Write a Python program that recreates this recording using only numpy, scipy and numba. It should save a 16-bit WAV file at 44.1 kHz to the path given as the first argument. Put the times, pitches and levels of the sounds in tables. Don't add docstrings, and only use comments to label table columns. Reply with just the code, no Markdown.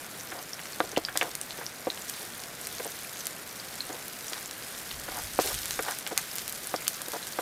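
import sys
import numpy as np
from scipy import signal
from scipy.fft import rfft, irfft
from scipy.io import wavfile
from scipy.ndimage import uniform_filter1d
from numba import njit

SR = 44100
rng = np.random.default_rng(int(sys.argv[2]) if len(sys.argv) > 2 else 0)


def to_wav(sig):
    pcm = np.clip(np.atleast_2d(sig), -1, 1) * 32767
    pcm = np.round(pcm).astype(np.int16)
    wavfile.write(sys.argv[1], SR, pcm.T)


def decibels_to_gain(level_db):
    exponent = np.asarray(level_db, float) / 20
    return 10 ** exponent


N = 327170


def level(x, db):
    return x * decibels_to_gain(db) / np.sqrt(np.mean(x ** 2))


def curve(rows):
    s, db = np.transpose(rows)
    return decibels_to_gain(np.interp(np.arange(N) / SR, s, db))


def colour(x, points):
    hz, db = np.transpose(points)
    f = np.maximum(np.arange(1025) * SR / 2048, 1)
    log_gain = np.log(decibels_to_gain(np.interp(np.log(f), np.log(hz), db)))
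    cepstrum = irfft(log_gain)
    cepstrum[1:1024] *= 2
    cepstrum[1025:] = 0
    impulse = irfft(np.exp(rfft(cepstrum)))
    return signal.fftconvolve(x, impulse)[:len(x)]


def band(x, hz, spread):
    sos = signal.butter(2, [hz / spread, hz * spread], "band", fs=SR, output="sos")
    return signal.sosfilt(sos, x)


def walk(rate):
    hold = int(SR / rate)
    steps = np.repeat(rng.standard_normal(N // hold + 1), hold)
    return uniform_filter1d(uniform_filter1d(steps, hold), hold)[:N]


def wind():
    # peak_s, level_db
    gusts = [(1.0, -60), (4.95, -55), (5.23, -45.5), (5.56, -48.5), (5.72, -57), (6.5, -60)]
    breeze_db, buffet_db = -70, 4.5
    rise_s, fall_s = 0.074, 0.07
    t = np.arange(N) / SR
    gain = decibels_to_gain(breeze_db)
    for s, db in gusts:
        gain = gain + decibels_to_gain(db) * np.exp(np.minimum((t - s) / rise_s, (s - t) / fall_s))
    return gain * decibels_to_gain(buffet_db * walk(21))


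def outdoors():
    # frequency_hz, relative_db_per_hz
    air_spectrum = [(30, -20), (65, -6), (138, 3), (370, 1), (730, 1.5), (900, -2), (1500, 0), (2300, -3),
                    (3200, -15), (6000, -46)]
    rumble = colour(rng.standard_normal(N), air_spectrum)
    air = level(rumble * decibels_to_gain(0.38 * walk(12)), -46)
    gust = band(rng.standard_normal(N), 51.6, 2.1)
    return air + wind() * level(gust, 0)


def pan(force, damp):
    # frequency_hz, level_db, t60_s
    modes = [(311, 14.5, 0.083), (444, 17, 0.048), (518, 17.5, 0.026), (670, 6, 0.08), (733, 9, 0.038),
             (1020, -2, 0.068), (1188, -5.5, 0.1), (1426, -1.5, 0.062), (1610, 2, 0.028),
             (1875, 3.5, 0.031), (2213, 9.5, 0.0066), (3360, -3, 0.039), (3600, 0, 0.019)]
    out = 0
    for k, (hz, db, t60) in enumerate(modes):
        pole = np.exp(2j * np.pi * hz / SR - np.log(1000) / (damp * t60 * SR))
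        ring = signal.lfilter([1], [1, -pole], force).imag
        out = out + (-1) ** k * decibels_to_gain(db) * ring
    return out


def scrape():
    # start_s, length_s, level_db (rms, with ring-out), rasp_centre_hz
    strokes = [(0.302, 0.13, -47.5, 850), (0.819, 0.053, -46.5, 564), (1.216, 0.087, -43.5, 695),
               (1.597, 0.036, -46, 1070), (1.885, 0.11, -55, 640), (2.187, 0.059, -52, 720),
               (2.799, 0.09, -45, 620), (3.876, 0.097, -48, 644), (4.315, 0.081, -49.5, 1020),
               (5.082, 0.15, -44, 890), (5.416, 0.086, -43, 606), (5.494, 0.035, -43.5, 790),
               (5.823, 0.082, -45.5, 860), (5.854, 0.081, -39, 1120), (6.147, 0.061, -44, 1360),
               (6.996, 0.028, -69, 686), (7.123, 0.051, -39, 720)]
    out = np.zeros(N + SR)
    slip_now = rng.random(N) < 700 / SR
    slips = rng.standard_normal(N) * slip_now * decibels_to_gain(2.5 * walk(77))
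    for s, length_s, db, hz in strokes:
        start, n = int(s * SR), int(length_s * SR)
        drag = np.zeros(n + SR // 20)
        drag[:n] = slips[start:start + n] * signal.windows.tukey(n, .8)
        force = np.diff(band(drag, hz, 1.53), prepend=0)
        out[start:start + len(drag)] += level(pan(force, damp=0.44), db)
    return out[:N]


def knocks():
    # start_s, peak_db (before the final high-pass), contact_pitch_hz
    blows = [(0.3167, -27, 1030), (0.5937, -31.5, 1450), (0.8035, -7, 880), (0.9236, -32, 670),
             (0.9639, -25, 1750), (0.9739, -10, 480), (1.0858, -30, 1390), (1.156, -19, 905),
             (1.2127, -12, 1390), (1.224, -14, 1120), (1.584, -30, 580), (1.6134, -34.5, 1070),
             (1.8707, -16.5, 505), (2.7971, -26, 580), (3.8934, -29.5, 540), (4.3161, -30.5, 480),
             (5.0818, -24.5, 915), (5.3898, -6, 650), (5.7919, -14.5, 1020), (6.0651, -27.5, 1640),
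             (6.1132, -25.5, 495), (6.7408, -13, 770), (7.006, -33, 1250), (7.0755, -29.5, 590),
             (7.3882, -14, 770)]
    tick_hz, tick_db = 2440, -13.5
    rattle_s, rattle_db, rattle_per_db = 0.013, -26.5, 1.04
    out, t = np.zeros(N + SR), np.arange(int(.2 * SR)) / SR
    tick = np.sin(2 * np.pi * tick_hz * t) * np.exp(-t / 0.00065)
    for (s, db, hz), chance in zip(blows, rng.standard_normal((len(blows), len(t)))):
        u = (t * hz - .4) * 6.02
        thump = u * np.exp(-u ** 2 / 2)
        rattle = band(chance ** 3 * np.exp(-(t / rattle_s) ** 2), hz, 2.07)
        ring = pan(np.diff(thump, prepend=0), damp=1.0)
        shake = pan(np.diff(rattle, prepend=0), damp=0.47)
        hit = thump + decibels_to_gain(tick_db) * tick
        hit += decibels_to_gain(-10.5) * ring / np.abs(ring).max()
        hit += decibels_to_gain(rattle_db - rattle_per_db * db) * shake / np.abs(shake).max()
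        start = int(s * SR)
        out[start:start + len(t)] += decibels_to_gain(db) * hit / np.abs(hit).max()
    return signal.sosfilt(signal.butter(2, 140, "high", fs=SR, output="sos"), out[:N])


@njit
def bubbles(n, start, hz, cycles, size, glide):
    out = np.zeros(n)
    for k in range(len(start)):
        w = 2 * np.pi * hz[k] / SR
        fade = np.exp(-hz[k] / SR / cycles[k])
        a, phase = size[k] * np.exp(.25 / cycles[k]), 0.
        end = min(n, int(start[k] + 6 * cycles[k] * SR / hz[k]) + 2)
        for i in range(int(start[k]), end):
            out[i] -= a * np.sin(phase)
            phase += min(w, 2.8)
            w *= 1 + glide * (1 - fade)
            a *= fade
    return out


def bowl(x, wet_db, t60_s):
    step, t = SR // 50, np.arange(SR // 20) / SR
    slices = np.pad(x, (0, -len(x) % step)).reshape(-1, step)
    decay = np.exp(-np.log(1000) * t / t60_s) * (t > .0004)
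    echoes = rng.standard_normal((len(slices), len(t))) * decay
    echoes /= np.sqrt(np.sum(echoes ** 2, axis=1, keepdims=True))
    wet = np.zeros(len(x) + step + len(t))
    for k, part in enumerate(signal.fftconvolve(slices, echoes, axes=1)):
        wet[k * step:k * step + len(part)] += part
    return x + decibels_to_gain(wet_db) * wet[:len(x)]


def heat():
    # time_s, fizz_level_db
    flares = [(0.0, -45.5), (1.13, -46), (1.2, -42.5), (1.37, -44.5), (1.63, -43), (1.83, -46.5),
              (2.14, -42.5), (2.43, -46), (2.81, -42), (3.23, -42.5), (3.4, -45), (4.34, -43), (4.6, -44.5),
              (5.16, -42), (5.38, -44), (5.41, -35), (5.6, -37.5), (5.9, -39), (6.0, -43), (6.78, -40.5),
              (6.95, -44), (7.12, -41.5), (7.41, -43.5)]
    wander_db, wander_per_s = 1.36, 9
    return curve(flares) * decibels_to_gain(wander_db * walk(wander_per_s))


def swarm(count, spread_db, low_hz, high_hz, turns):
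    u = rng.random((count, 4)).T
    size = decibels_to_gain(np.minimum(-spread_db * np.log(1 - u[1]), 4.5 * spread_db))
    hz = low_hz * (high_hz / low_hz) ** u[2]
    cycles = turns * decibels_to_gain(3.4 * (u[3] - 2.0))
    return bubbles(N, u[0] * N, hz, cycles, size, 0.2)


def sizzle(fry):
    # frequency_hz, relative_db_per_hz
    steam_spectrum = [(700, -36.5), (1500, 1.5), (2500, -2), (3500, 4), (5000, 2.5), (8000, 3), (12000, 8),
                      (15000, -1.5), (17000, 4)]
    together = 0.23 * walk(55)
    steam = 0
    for hz in (900, 1800, 3600, 7200, 14400):
        hiss = band(rng.standard_normal(N), hz, 1.45) / np.sqrt(hz)
        steam = steam + hiss * decibels_to_gain(together + 2.4 * walk(150))
    crackle = swarm(count=11000, spread_db=4.5, low_hz=3470, high_hz=12600, turns=0.91)
    rings = swarm(count=2000, spread_db=3.0, low_hz=1936, high_hz=11000, turns=4.4)
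    crackle = signal.lfilter([1, -1], [1, -.3], crackle)
    grains = level(crackle, -2.5) + level(rings, -11)
    hiss = level(colour(steam, steam_spectrum), -1.1)
    return fry * (hiss + bowl(grains, wet_db=-7.0, t60_s=0.0056))


def spits(fry):
    above_fizz_db, scatter_db = 15, 1
    low_hz, high_hz, middle_cycles = 5000, 12400, 3.9
    u = rng.random((50, 4)).T
    fizz_db = 20 * np.log10(fry[(u[0] * N).astype(int)])
    db = fizz_db + above_fizz_db + scatter_db * (2 * u[1] - 1)
    hz = low_hz * (high_hz / low_hz) ** u[2]
    cycles = middle_cycles * 2 ** (2 * u[3] - 1)
    return u[0] * N / SR, db, hz, cycles


def pops(fry):
    # start_s, crest_db (before filter and echoes), starting_pitch_hz, ring_cycles
    large = [(0.2098, -22.5, 6200, 1.4), (0.5329, -24, 5270, 7.7), (0.5937, -20.5, 2180, 0.48),
             (0.656, -23.5, 1680, 0.75), (0.733, -31.5, 4250, 11.4), (0.8041, -17, 3700, 2),
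             (0.917, -22, 5800, 1.6), (0.9637, -18.5, 2740, 3.5), (0.9716, -13, 3000, 0.52),
             (0.9782, -10.5, 5300, 0.32), (1.05, -14, 4600, 3.5), (1.0858, -18.5, 1530, 1.8),
             (1.1636, -21, 4400, 0.8), (1.1743, 0.5, 7450, 0.49), (1.2125, -12, 2600, 1.8),
             (1.217, -15, 2560, 1.7), (1.23, -14, 7540, 0.54), (1.3527, -8.5, 7950, 0.5),
             (1.414, -12.5, 8400, 2.2), (1.5076, -19, 3600, 0.85), (1.665, -17.5, 5200, 3.6),
             (1.9019, -16.5, 3750, 3.4), (1.9753, -22, 3300, 0.82), (2.0976, -9, 8750, 0.48),
             (2.437, -19, 4600, 0.3), (2.6136, -18, 10000, 0.98), (2.671, -10, 9200, 0.59),
             (2.847, -18.5, 8300, 3), (2.8667, -20, 12600, 1.8), (3.153, -33, 6200, 7),
             (3.1955, -30, 7300, 8), (3.2055, -28.5, 5800, 8), (3.2555, -21, 8300, 3.5),
             (3.2689, -6, 9200, 0.47), (3.5988, -27, 4530, 9.6), (3.8056, -20, 4100, 8.1),
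             (4.0815, -16, 10500, 1.1), (4.2818, -25, 5900, 6.4), (4.3332, -12.5, 3600, 0.28),
             (4.4588, -22, 6900, 4), (4.511, -15.5, 5800, 0.31), (4.909, -27.5, 4000, 5.7),
             (4.9135, -17, 2900, 0.51), (5.1718, -19, 10000, 1.1), (5.4243, -21, 5850, 0.64),
             (5.4747, -12.5, 4700, 0.33), (5.657, -8.5, 9100, 0.33), (5.7086, -8.5, 5460, 0.24),
             (5.825, -12, 9800, 0.51), (5.9106, -12, 8800, 0.5), (5.9874, -12.5, 9600, 0.89),
             (6.0656, -14, 3180, 0.32), (6.0753, -11, 9050, 0.41), (6.177, 2.5, 7000, 0.25),
             (6.3562, -13, 11500, 1.3), (6.362, -13, 9400, 0.52), (6.3839, -10, 6800, 0.32),
             (6.4793, -9.5, 8900, 0.36), (6.4955, -12, 11300, 0.66), (6.5252, -13.5, 10000, 0.9),
             (6.6718, -14.5, 9700, 2), (6.7624, -20, 5000, 3), (6.869, -17, 3200, 0.73),
             (6.8799, 1.5, 8400, 0.57), (6.942, -26, 6100, 4.9), (7.018, -12, 8700, 0.64),
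             (7.0843, -12.5, 10200, 0.69), (7.1193, -13, 8700, 0.39), (7.228, -26.5, 3720, 4.3),
             (7.27, -15, 8100, 0.32), (7.3328, -27.5, 4300, 5.3)]
    s, db, hz, cycles = np.hstack([np.transpose(large), spits(fry)])
    burst = bubbles(N, s * SR, hz, np.maximum(cycles, .35), decibels_to_gain(db), 0.068)
    burst = signal.lfilter([1, -1], [1, -.8], burst)
    burst = bowl(burst, wet_db=-6.5, t60_s=0.0073)
    return bowl(burst, wet_db=-10.0, t60_s=0.13)


def scene():
    fry = heat()
    mix = outdoors() + scrape() + knocks() + sizzle(fry) + pops(fry)
    return mix[None]


def band_limit(x):
    return signal.sosfilt(signal.butter(12, 16640, fs=SR, output="sos"), x)


def record(dry):
    # frequency_hz, gain_db
    treble = [(11000, -0.5), (14000, 2), (15300, -3.5), (15800, -14), (16500, -43)]
    notch_hz, ceiling = 11300, 1.05
    b, a = signal.iirnotch(notch_hz, 60, fs=SR)
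    toned = colour(signal.lfilter(b, a, dry[0]), treble)[None]
    mix = ceiling * np.tanh(toned / ceiling)
    return band_limit(mix)


dry = scene()
out = record(dry)
to_wav(out)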